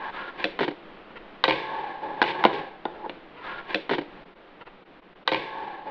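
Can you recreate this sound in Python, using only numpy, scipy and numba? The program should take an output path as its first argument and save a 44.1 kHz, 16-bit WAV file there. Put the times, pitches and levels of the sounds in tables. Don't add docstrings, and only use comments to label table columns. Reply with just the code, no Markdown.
import sys
import numpy as np
from scipy import signal
from scipy.fft import rfft, irfft
from scipy.io import wavfile
from scipy.ndimage import uniform_filter1d
from numba import njit

SR = 44100
rng = np.random.default_rng(int(sys.argv[2]) if len(sys.argv) > 2 else 0)


def dump_mix(stems):
    frames = np.atleast_2d(stems).T
    limited = np.clip(frames, -1, 1)
    pcm = np.round(limited * 32767).astype(np.int16)
    wavfile.write(sys.argv[1], SR, pcm)


N = 260410
TIME = np.arange(N) / SR
AGE = TIME[:SR // 3]

# f/Hz, relative energy/dB, t60/s
PLATFORM_MODES = [(154.3, -6.5, 0.1), (197, -13, 0.1), (312, 0.5, 0.091), (362, -4, 0.037), (470, 1, 0.049),
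                  (563, 4.5, 0.11), (696, 1, 0.041), (884, -8, 0.05), (1400, -11.5, 0.016),
                  (1566, -13, 0.066), (2440, -8, 0.022), (3460, -1, 0.017), (4260, -9.5, 0.013)]
LEDGE_MODES = [(152, -8, 0.096), (251, -9, 0.086), (299, 0, 0.096), (349, -4, 0.11), (393, 1, 0.043),
               (494, -11, 0.033), (558, -6, 0.042), (709, -6.5, 0.065), (790, -5, 0.018), (956, -2, 0.034),
               (1520, -2, 0.0093), (1912, -6, 0.02), (3070, -13.5, 0.077)]
TABLE_MODES = [(131, -19.5, 0.29), (158, -19, 0.15), (186, -20, 0.15), (317, -8, 0.12), (393, -9.5, 0.068),
               (452, -5.5, 0.051), (532.4, 1, 0.095), (687, -5, .04), (888, 5, 0.025), (1037, -1, 0.066),
               (1180, -5, 0.023), (1552, -7.5, 0.11), (1940, -4, .05), (2350, -8.5, .07), (2460, -9, 0.12)]
OBSTACLE_MODES = [(150, -17, 0.31), (220, -8, 0.081), (347, -0.5, 0.045), (444, -2.5, 0.084),
                  (515, -6, 0.069), (685, 0.5, 0.048), (740, -3.5, 0.031), (840, 8.5, 0.026),
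                  (950, 2, 0.045), (1010, 0, 0.035), (1240, -8.5, 0.043), (1413, -6.5, .05),
                  (1460, -9, 0.096), (1844, -19, 0.13), (2080, -15.5, 0.092), (2930, -20.5, .06)]
DECK_MODES = [(1577, -2, 0.24), (1959, 5, 0.028), (2220, 3, 0.028), (2377, 1.5, 0.072), (2592, -7, .05),
              (2890, -1, 0.066), (2970, -7, 0.05), (3530, -0.5, 0.022), (3620, -9.5, .025),
              (4440, -5.5, 0.031)]
HELD_DECK_MODES = [(499, -4.5, 0.077), (974, 0, .025), (1413, -1, 0.034), (1840, -2, 0.0056),
                   (2650, -12.5, 0.012), (3240, -11, 0.016)]
TRUCK_MODES = [(735, -6.5, 0.019), (960, -1.5, 0.0084), (1107, -0.5, 0.039), (1330, -9, 0.005),
               (1630, -5, 0.025), (1690, -11.5, 0.029)]
# start t/s, end t/s, wheel ring level/dB, rumble level/dB, grit level/dB,
# wheel tone f/Hz, tone-to-truck ratio/dB, run-out t60/s
ROLLS = [ (0.0, .1, -32.5, -48, -44, 898, -2, .03), (.145, .165, -35.5, -48, -40.5, 1270, -5, 0.36),
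         (.215, .295, -40, -47, -46.5, 1410, -0.5, 0.18), (.4, .43, -34.5, -42.5, -37, 1070, -21, 0.093),
         (1.53, 1.7, -36, -45, -53.5, 891, -0.5, 0.25), (1.725, 1.915, -32.5, -42, -45, 885, 5, 0.62),
         (2.04, 2.2, -35, -38, -51.5, 855, 6.5, 0.14), (2.25, 2.315, -31.5, -35, -29.5, 890, 5, 0.13),
         (2.35, 2.59, -32, -36.5, -41.5, 870, 1, 0.61), (2.88, 3.03, -49, -47.5, -63, 870, 6.5, 0.23),
         (3.047, 3.055, -34.5, -44, -63, 853, 13, 0.088)]
# t/s, thud level/dB, knock level/dB, crack level/dB, contact f/Hz
POP_HITS = [(.4418, -23.5, -25, -15.5, 2605), (.4522, -23, -25, -29, 2690)]
LEDGE_HITS = [(.5905, -24, -16.5, -25, 1600), (.6066, -13.5, -18, -23, 1890), (.618, -21, -32, -25.5, 2350),
              (.6305, -25.5, -18.5, -23, 2110), (.6425, -28, -27.5, -27.5, 3270),
              (.6795, -21.5, -21.5, -28, 2150), (.7105, -30, -35.5, -39.5, 1950)]
TABLE_HITS = [(1.4391, -23, -15, -12, 3710), (1.4403, -21.5, -21, -15, 1915),
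              (1.4528, -30, -29, -25.5, 2680), (1.4795, -10, -21.5, -20, 3680),
              (1.4865, -23.5, -23, -21.5, 2430), (1.496, -20, -23, -18, 2300),
              (1.508, -15, -23.5, -18, 2400), (1.5215, -25.5, -29, -25.5, 2490)]
OBSTACLE_HITS = [(2.2166, -14, -17, -12, 1620), (2.2257, -24, -20, -17, 1600),
                 (2.239, -23, -24, -25.5, 2900), (2.4392, -29, -15, -16, 1400), (2.451, -5, -8, -14, 2760),
                 (2.4628, -27.5, -33, -27.5, 2200), (2.8535, -19.5, -21.5, -34, 3570),
                 (3.0605, -27, -37, -53, 1410), (3.0955, -24, -34, -30, 2720)]
# t/s, whirr level/dB, shake level/dB, t60/s
SPINS = [(0.457, -36, -38, 0.41), (0.647, -44, -36, 0.44), (1.445, -43.5, -45.5, 0.38),
         (1.526, -30, -34, 0.86), (2.53, -31.5, -27, 0.37)]
# t/s, level/dB, Gaussian half-width/s
SOFT_SWELLS = [(1.112, -49, 0.009), (1.17, -37.5, 0.0083), (3.398, -43, 0.033), (4.617, -41, 0.0078),
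               (4.675, -40.5, 0.0075)]
# f/Hz, relative level/dB
RUMBLE_SPECTRUM = [(60, -26), (110, -14), (155, -5), (240, -10.5), (320, 2.5), (390, 5), (455, 0),
                   (530, 1.5), (640, -6), (900, -11), (1600, -31)]
GRIT_SPECTRUM = [(900, -23), (1600, -3), (2100, 5.5), (2800, 2), (3600, -1), (4400, -5), (5400, -5.5),
                 (9000, -5)]
CRACK_SPECTRUM = [(400, -20.5), (1000, -5), (2000, 4.5), (3400, -0.5), (4400, -2), (5500, -4), (9000, -7.5)]
HISS_SPECTRUM = [(20, 9.5), (60, -8), (110, -12), (190, 3.5), (245, -1), (320, 5), (450, 1.5), (900, -1.5),
                 (1900, -7.5), (3000, -12), (4200, -20), (9000, -17.5)]
IMPACT_LOW_CUT = [(30, -24.5), (80, -12), (135, -5), (300, 0)]
MICROPHONE_RESPONSE = [(20, -3.5), (70, -3), (140, -0.5), (3900, -0.5), (4500, -5.5), (5100, -13.5),
                       (6200, -27.5), (7000, -35.5), (8000, -35.5), (9500, -49), (12500, -45)]
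HISS_DIPS = [4.248, 4.348, 4.647, 4.846, 5.012, 5.147, 5.246]
# start t/s, end t/s, delay/s, gain/dB
REPEATS = [(.11, 1.0, 3.3034, 0), (1.42, 2.1, 3.8372, -3.2)]

PUSH_RISE_S = 0.019
COAST_DB_PER_S, COAST_OCTAVES_PER_S = 4.5, 0.37


def undb(db):
    return 10 ** (np.asarray(db) / 20)


def unit(x):
    return x / np.sqrt(np.mean(x ** 2))


def unit_pulse(x):
    return x / np.sqrt(np.sum(x ** 2) / (SR / 200))


def decay(t, t60):
    return np.exp(-np.log(1000) * t / max(t60, 1e-3))


def add(track, start_s, sound):
    i = max(int(start_s * SR), 0)
    track[i:i + len(sound)] += sound[:max(N - i, 0)]


def colour(x, points, size=4096):
    hz, db = np.transpose(points)
    f = np.maximum(np.fft.rfftfreq(size, 1 / SR), 1)
    gain = undb(np.interp(np.log(f), np.log(hz), db))
    cepstrum = irfft(np.log(gain))
    cepstrum[1:size // 2] *= 2
    cepstrum[size // 2 + 1:] = 0
    return signal.fftconvolve(x, irfft(np.exp(rfft(cepstrum))))[:len(x)]


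@njit
def resonate(x, hz, width_hz):
    y, band_state, low_state = np.empty(len(x)), 0., 0.
    for i in range(len(x)):
        g, damping = np.tan(np.pi * hz[i] / SR), width_hz / hz[i]
        band = (band_state + g * (x[i] - low_state)) / (1 + g * (g + damping))
        band_state = 2 * band - band_state
        low_state += 2 * g * band
        y[i] = damping * band
    return y


def wander(per_s):
    hold = int(SR / per_s)
    steps = np.repeat(rng.standard_normal(N // hold + 1), hold)
    return unit(uniform_filter1d(steps, hold)[:N])


def roughness(spread_db=0.5, per_s=12000):
    impulses = (rng.random(N) < per_s / SR) * rng.standard_normal(N)
    return impulses * undb(spread_db * np.minimum(rng.exponential(size=N), 4))


def free_modes(modes, scatter_db, detune=0.0052):
    hz, db, t60 = np.transpose(modes)
    tuning, strength, phase = rng.standard_normal((len(hz), 3)).T
    hz = hz * (1 + detune * tuning)
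    waves = [unit_pulse(np.sin(2 * np.pi * f * AGE + p) * decay(AGE, d))
             for f, p, d in zip(hz, np.pi * phase, t60)]
    share = undb(db + scatter_db * strength)
    return np.array(waves) * (share / np.linalg.norm(share))[:, None]


def forced_modes(modes):
    force = roughness()
    response = free_modes(modes, scatter_db=-1, detune=0).sum(axis=0)
    return unit(signal.fftconvolve(force, response)[:N])


def rumble(table_db=-4):
    board = unit(colour(roughness(), RUMBLE_SPECTRUM))
    table = unit(colour(forced_modes(TABLE_MODES), RUMBLE_SPECTRUM))
    return unit(board + undb(table_db) * table)


def wheel_tone(pitch_hz, width_hz=95.):
    centre_hz = pitch_hz * (1 + 0.0097 * wander(25))
    tone = unit(resonate(resonate(roughness(), centre_hz, width_hz), centre_hz, width_hz))
    power = uniform_filter1d(tone ** 2, SR // 60)
    return unit(tone / np.sqrt(power + 0.62))


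def rattle(deck_db):
    grit = unit(colour(roughness(), GRIT_SPECTRUM))
    return unit(grit + undb(deck_db) * forced_modes(DECK_MODES))


def push(start, end, run_out_t60):
    swell = np.exp(np.minimum(TIME - start, 0) / PUSH_RISE_S)
    coast = undb(-COAST_DB_PER_S * np.maximum(TIME - start, 0))
    return swell * coast * decay(np.maximum(TIME - end, 0), run_out_t60)


def rolling(flutter_db=1.5):
    pitch_hz = np.full(N, float(ROLLS[0][5]))
    for start, _, _, _, _, hz, _, _ in ROLLS:
        sagging_hz = hz * 2 ** (-COAST_OCTAVES_PER_S * (TIME - start))
        pitch_hz = np.where(TIME > start - 2 * PUSH_RISE_S, sagging_hz, pitch_hz)
    low, tone = rumble(), wheel_tone(pitch_hz)
    trucks, grit = forced_modes(TRUCK_MODES), rattle(deck_db=-6.5)
    out = np.zeros(N)
    for start, end, ring_db, rumble_db, grit_db, _, tone_db, run_out_t60 in ROLLS:
        wheels = (undb(tone_db) * tone + trucks) / np.hypot(undb(tone_db), 1)
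        roll = undb(ring_db) * wheels + undb(rumble_db) * low + undb(grit_db) * grit
        out += push(start, end, run_out_t60) * roll
    return out * undb(flutter_db * wander(90))


def hiss(level_db=-45.5, waver_db=1.15, drop_db=4, dip_db=14, dip_s=0.006):
    settled = np.clip((TIME - 4.2) / 0.15, 0, 1)
    dips = sum(np.exp(-.5 * ((TIME - t) / dip_s) ** 2) for t in HISS_DIPS)
    db = level_db - drop_db * settled + waver_db * wander(11) - dip_db * dips
    return undb(db) * unit(colour(rng.standard_normal(N), HISS_SPECTRUM))


def impacts(hits, modes, body_db, deck_db, burst_t60, contact_width_hz, contact_db, lag_s, second_db):
    out = np.zeros(N)
    mode_hz = np.transpose(modes)[0]
    onset = 1 - np.exp(-AGE / 0.0006)
    for t, thud_db, knock_db, crack_db, contact_hz in hits:
        weight = undb(body_db + np.interp(mode_hz, [450, 800], [thud_db, knock_db]))
        contact = np.sin(2 * np.pi * contact_hz * AGE) * np.exp(-np.pi * contact_width_hz * AGE)
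        for delay, gain in ((0, 1), (lag_s, undb(second_db))):
            surface = weight @ free_modes(modes, scatter_db=0.5) * onset
            burst = colour(rng.standard_normal(len(AGE)) * decay(AGE, burst_t60), CRACK_SPECTRUM)
            deck = free_modes(DECK_MODES, scatter_db=1.5).sum(axis=0)
            click = undb(-5.5) * unit_pulse(burst) + undb(contact_db) * unit_pulse(contact)
            crack = click + undb(deck_db) * deck
            add(out, t + delay, gain * (surface + undb(crack_db) * crack))
    return out


def reverberate(x, wet_db, t60, delay_s=0.005):
    tail = rng.standard_normal(len(AGE)) * decay(AGE, t60) * (AGE > delay_s)
    tail = colour(tail, [(100, -4.5), (600, 3), (1500, -4.5), (4000, -0.5)])
    return x + undb(wet_db) * signal.fftconvolve(x, tail / np.linalg.norm(tail))[:N]


def spinning():
    whirr, shake = rattle(deck_db=-10), rumble()
    out = np.zeros(N)
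    for t, whirr_db, shake_db, t60 in SPINS:
        run_down = (TIME > t) * decay(np.abs(TIME - t), t60)
        out += run_down * (undb(whirr_db) * whirr + undb(shake_db) * shake)
    return out


def soft_swells():
    swells = sum(undb(db) * np.exp(-.5 * ((TIME - t) / width) ** 2) for t, db, width in SOFT_SWELLS)
    return swells * forced_modes(HELD_DECK_MODES)


def scene():
    clacks = impacts(POP_HITS, PLATFORM_MODES, body_db=0.5, deck_db=-18.5, burst_t60=0.013,
                     contact_width_hz=190, contact_db=-9.5, lag_s=0.001213, second_db=0.5)
    clacks += impacts(LEDGE_HITS, LEDGE_MODES, body_db=0, deck_db=-12.5, burst_t60=0.039,
                      contact_width_hz=370, contact_db=-9.5, lag_s=0.005, second_db=-2)
    clacks += impacts(TABLE_HITS, TABLE_MODES, body_db=2.5, deck_db=-9.5, burst_t60=0.022,
                      contact_width_hz=430, contact_db=-8.5, lag_s=0.001307, second_db=-2)
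    clacks += impacts(OBSTACLE_HITS, OBSTACLE_MODES, body_db=2, deck_db=-10.5, burst_t60=0.012,
                      contact_width_hz=170, contact_db=-7.5, lag_s=0.001334, second_db=-3.5)
    radiated = colour(clacks, IMPACT_LOW_CUT)
    board = reverberate(radiated, wet_db=-13, t60=0.35) + rolling() + spinning()
    out = board + soft_swells() + hiss()
    for start, end, delay, db in REPEATS:
        add(out, start + delay, undb(db) * board[int(start * SR):int(end * SR)])
    return np.array([out, out])


def record(dry):
    rounded = dry / (1 + dry ** 4) ** .25
    dull = np.array([colour(channel, MICROPHONE_RESPONSE) for channel in rounded])
    low_pass = signal.ellip(8, .2, 70, 12700, fs=SR, output="sos")
    return signal.sosfilt(low_pass, dull)


dry = scene()
out = record(dry)
dump_mix(out)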